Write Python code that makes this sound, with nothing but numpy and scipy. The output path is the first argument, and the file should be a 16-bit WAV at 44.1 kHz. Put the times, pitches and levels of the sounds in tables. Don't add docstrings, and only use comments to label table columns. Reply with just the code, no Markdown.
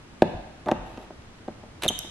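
import sys
import numpy as np
from scipy import signal
from scipy.fft import rfft, irfft
from scipy.io import wavfile
from scipy.ndimage import uniform_filter1d

SR = 44100
rng = np.random.default_rng(int(sys.argv[2]) if len(sys.argv) > 2 else 0)


def materialize(psi):
    bounded = np.clip(np.atleast_2d(psi).T, -1, 1)
    quanta = np.round(bounded * 32767).astype(np.int16)
    wavfile.write(sys.argv[1], SR, quanta)


N = 92610
IR_SAMPLES = 8192
TIME_S = np.arange(N) / SR
FREQ_HZ, IR_FREQ_HZ = np.fft.rfftfreq(N, 1 / SR), np.fft.rfftfreq(IR_SAMPLES, 1 / SR)
SIDE = np.array([[1], [-1]])

# f/Hz, level/dB
FILM_SPECTRUM = [(300, -15), (1200, -6), (1900, -6), (2700, -0.5), (3800, -3.5), (5200, -16), (11000, -17),
                 (15000, -24)]
FILM_T60_S = 0.0087


def undb(db):
    return 10 ** (np.asarray(db) / 20)


def unit_rms(x):
    return x / np.std(x)


def gain_at(curve, hz):
    curve_hz, curve_db = np.array(curve, float).T
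    return undb(np.interp(np.log(np.maximum(hz, 1)), np.log(curve_hz), curve_db))


def min_phase(gain):
    cepstrum = irfft(np.log(gain + 1e-9))
    cepstrum[1:IR_SAMPLES // 2] *= 2
    cepstrum[IR_SAMPLES // 2 + 1:] = 0
    return np.exp(rfft(cepstrum))


def convolve(x, ir):
    return signal.fftconvolve(x, ir)[:N]


def colour(x, curve):
    ir = irfft(min_phase(gain_at(curve, IR_FREQ_HZ)))
    return convolve(x, ir / np.linalg.norm(ir))


def rise(tau_s):
    return 1 - np.exp(-TIME_S / tau_s)


def decay(t60_s):
    return np.exp(-np.minimum(np.log(1000) * TIME_S / t60_s, 40))


def mode(hz, t60_s):
    return np.sin(2 * np.pi * hz * TIME_S) * decay(t60_s)


def at(x, start_s):
    placed, start = np.zeros(N), round(start_s * SR)
    placed[start:start + len(x)] = x[:N - start]
    return placed


def diffuse_noise():
    # f/Hz, side minus mid/dB
    width = [(50, -26.5), (300, -6), (700, -5), (1500, -0.5), (4000, 1.5), (12000, 7)]
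    mid, side = rng.standard_normal((2, N))
    return mid + SIDE * irfft(rfft(side) * gain_at(width, FREQ_HZ), N)


def room_noise(rms_db=-47.5):
    # f/Hz, relative density/dB
    spectrum = [(20, -3), (45, 0), (75, 1.5), (140, -1.5), (260, -4.5), (600, -13), (1200, -15.5),
                (3000, -23), (6000, -31.5), (10000, -39), (14000, -56)]
    noise = irfft(rfft(diffuse_noise()) * gain_at(spectrum, FREQ_HZ), N)
    return undb(rms_db) * unit_rms(noise)


def reverb(x):
    # f/Hz, level/dB, t60/s
    bands = [(80.5, -2, 0.64), (225, -11.5, 0.55), (435, -17.5, 0.6), (925, -10.5, 0.87), (1780, -8, 1),
             (3670, -11, 0.92), (7200, -14, 0.82), (10900, -18, 0.4), (14000, -34, .3)]
    noise_spectrum = rfft(diffuse_noise())
    log_centres = np.log([hz for hz, _, _ in bands])
    ir = 0
    for selector, (_, db, t60_s) in zip(np.eye(len(bands)), bands):
        band_gain = np.interp(np.log(FREQ_HZ + 1), log_centres, selector)
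        tail = decay(t60_s) * rise(0.016)
        ir += irfft(noise_spectrum * band_gain, N) * undb(db) * tail / np.linalg.norm(tail)
    return np.array([convolve(x, channel) for channel in ir])


def door():
    # t/s, sway/dB, thud/dB
    pushes = [(0.223, -48, -26), (0.345, -29, -22.5), (0.715, -34, -47), (0.777, -27.5, -25.5),
              (0.929, -41, -32.5), (1.894, -36, -32)]
    sway = mode(hz=43.6, t60_s=0.3) * rise(0.024)
    thud = mode(hz=95.4, t60_s=0.06) * rise(0.0031)
    return sum(at(undb(sway_db) * sway + undb(thud_db) * thud, s) for s, sway_db, thud_db in pushes)


def housing_gain():
    # f/Hz, nominal width/Hz, level/dB
    modes = [(127, 40, -8), (162.6, 20.4, -2), (216, 22, 1), (264, 46, 0), (337, 41, 0), (393, 56.4, 1.5),
             (537.4, 29.5, 1.5), (620.5, 86, 0.5), (733, 115, -1.5), (829, 67, -3), (930, 50, -6),
             (1105, 125, -16.5), (1607, 98, -15), (1966, 140, -14.5)]
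    skirt_exponent, corner_hz, db_per_octave = 1.198, 1150, -7
    f = IR_FREQ_HZ + 1
    power = 0
    for hz, width_hz, db in modes:
        detuning = (f * f - hz * hz) / (f * width_hz)
        power += undb(db) ** 2 / (1 + detuning ** 2) ** skirt_exponent
    octaves_above = np.log2(np.maximum(f / corner_hz, 1))
    return np.sqrt(power) * undb(db_per_octave * octaves_above)


def housing_ring(low_db, mid_db, upper_db, lag_s=0):
    f = IR_FREQ_HZ
    travel_s, reference_hz = 0.001303, 506
    contact = gain_at([(256, low_db), (546, mid_db), (880, upper_db)], f)
    bending = np.exp(-4j * np.pi * travel_s * np.sqrt(reference_hz * f))
    touch_and_push = undb(-6.5) + np.exp(-2j * np.pi * f * lag_s)
    echo_s, echo_db = 0.007293, -9
    door_echo = 1 - undb(echo_db) * np.exp(-2j * np.pi * f * echo_s)
    return irfft(min_phase(housing_gain() * contact) * bending * touch_and_push * door_echo)


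def film_pops():
    # t/s, level/dB
    pops = [(1.8200, -36), (1.823, -21), (1.836, -17.5), (1.8473, -25)]
    envelope = sum(at(undb(db) * decay(FILM_T60_S), s) for s, db in pops)
    return colour(envelope * rng.standard_normal(N), FILM_SPECTRUM)


def blade_snap():
    # t/s, level/dB
    clicks = [(1.99, -15.5), (1.9908, -19.5)]
    # f/Hz, level/dB, t60/s
    modes = [(5820, -2.5, 0.012), (8500, -4, 0.0019), (10100, -5, 0.0017), (11400, -14.5, 0.0057),
             (12700, -25, .003)]
    ringing = sum(undb(db) * mode(hz, t60_s) for hz, db, t60_s in modes)
    click = np.diff(ringing)
    return sum(at(undb(db) * click, s) for s, db in clicks)


def blade_squeak(wobble_fraction=0.008, flutter_db=1):
    # t/s, f/Hz, level/dB
    contour = [(1.8797, 3623, -30), (1.8803, 3744, -14.5), (1.8824, 3627, -14.5), (1.8843, 3880, -22),
               (1.8864, 3406, -14), (1.8905, 2978, -17), (1.8934, 3186, -27), (1.901, 3160, -31),
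               (1.901, 3260, -45)]
    harmonics_db = [0, -8.5, -14, -19.5]
    times_s, pitch_hz, level_db = np.array(contour).T
    wobble, flutter = (unit_rms(uniform_filter1d(rng.standard_normal(N), size=50)) for _ in range(2))
    hz = np.interp(TIME_S, times_s, pitch_hz) * (1 + wobble_fraction * wobble)
    phase = 2 * np.pi * np.cumsum(hz) / SR
    gate = (TIME_S > times_s[0]) & (TIME_S < times_s[-1])
    envelope = gate * undb(np.interp(TIME_S, times_s, level_db) + flutter_db * flutter)
    return envelope * sum(undb(db) * np.sin(k * phase) for k, db in enumerate(harmonics_db, 1))


def blade_strokes(median_slip_hz=600, scatter_db=3, edge_s=0.012):
    # t/s, length/s, housing/dB, crackle/dB
    strokes = [(0.663, .018, -23, -62), (0.692, 0.018, -30.5, -57), (0.851, 0.201, -46, -61.5),
               (1.830, 0.028, -30.5, -32.5)]
    gap_draw, force_draw = rng.standard_normal((2000, 2)).T
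    slip_times_s = np.cumsum(np.exp(0.5 * gap_draw)) / median_slip_hz
    slip_force = undb(scatter_db * np.clip(force_draw, -1.6, 1.6))
    slips = np.bincount((slip_times_s * SR).astype(int), slip_force, N)[:N]
    judder_gain, crackle_gain = 0, 0
    for start_s, length_s, housing_db, crackle_db in strokes:
        inside_s = np.minimum(TIME_S - start_s, start_s + length_s - TIME_S)
        pressure = np.clip(inside_s / edge_s + 0.5, 0, 1)
        judder_gain += undb(housing_db) * pressure
        crackle_gain += undb(crackle_db) * pressure
    ir = housing_ring(low_db=3.5, mid_db=0.5, upper_db=-1)
    judder = convolve(judder_gain * unit_rms(slips - slips.mean()), ir / np.linalg.norm(ir))
    crackle = unit_rms(convolve(slips, decay(FILM_T60_S)) * rng.standard_normal(N))
    return judder, colour(crackle_gain * crackle, FILM_SPECTRUM)


def knocks(tick_db=-1):
    # t/s, low/dB, mid/dB, upper/dB, touch-to-push lag/s, blade edge/dB
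    hits = [(0.221, 30.5, 32, 28, 0.00021, -15.5), (0.6600, -3, -7, 4, 0.0057, -34.5),
            (0.6850, 13, 18.5, 26, 0.0033, -27), (0.7145, 26.5, 26.5, 23.5, 0.0038, -19.5),
            (0.975, 11, 2.5, 1, 0.0038, -37), (1.1031, 2, 3, 1, 0.003, -70),
            (1.2210, -13, -23, -19, 0.0028, -49), (1.4795, 14.5, 14, 9.5, .0038, -40),
            (1.632, -2, -1, -1.5, 0.00469, -56), (1.8515, 12.5, 17, 6.5, 0.0016, -35),
            (1.862, 10.5, 14.5, -2.5, 0.00021, -24.5), (1.9005, 13.5, 11, 11, 0.0043, -41),
            (2.0440, 2, -5, 1, 0.0034, -50)]
    # f/Hz, level/dB, t60/s
    modes = [(1205, -7.5, 0.023), (2140, -11, .013), (2667, -7.5, .011), (4380, -14.5, .006),
             (3500, -7.5, 0.0084), (6620, -12.5, 0.0033)]
    # f/Hz, level/dB
    tick_spectrum = [(200, 11), (1000, 4.5), (2000, -3), (3000, -4), (4600, -13), (7500, -20.5),
                     (11000, -25), (15000, -31)]
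    clack = sum((-1) ** k * undb(db) * mode(hz, t60_s) for k, (hz, db, t60_s) in enumerate(modes))
    ringing, tick_envelope = 0, 0
    for start_s, low_db, mid_db, upper_db, lag_s, edge_db in hits:
        hollow = housing_ring(low_db, mid_db, upper_db, lag_s)
        ringing += at(hollow + undb(edge_db) * clack[:IR_SAMPLES], start_s)
        tick_envelope += at(undb(edge_db + tick_db) * decay(t60_s=0.025), start_s)
    return ringing + colour(tick_envelope * rng.standard_normal(N), tick_spectrum)


def scene():
    judder, crackle = blade_strokes()
    body = knocks() + judder
    blade = crackle + film_pops() + blade_squeak() + blade_snap()
    left_minus_right_db, glance_db, glance_lag_s = -1, -10.5, 0.0004
    direct = body + blade * undb(SIDE * left_minus_right_db / 2)
    glance = SIDE * undb(glance_db) * at(blade, glance_lag_s)
    return direct + glance + door() + reverb(body + blade) + room_noise()


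def record(dry):
    microphone = signal.butter(6, 13100, fs=SR, output="sos")
    recorder = signal.ellip(8, 0.2, 70, 15900, fs=SR, output="sos")
    return signal.sosfilt(recorder, signal.sosfilt(microphone, dry))


dry = scene()
out = record(dry)
materialize(out)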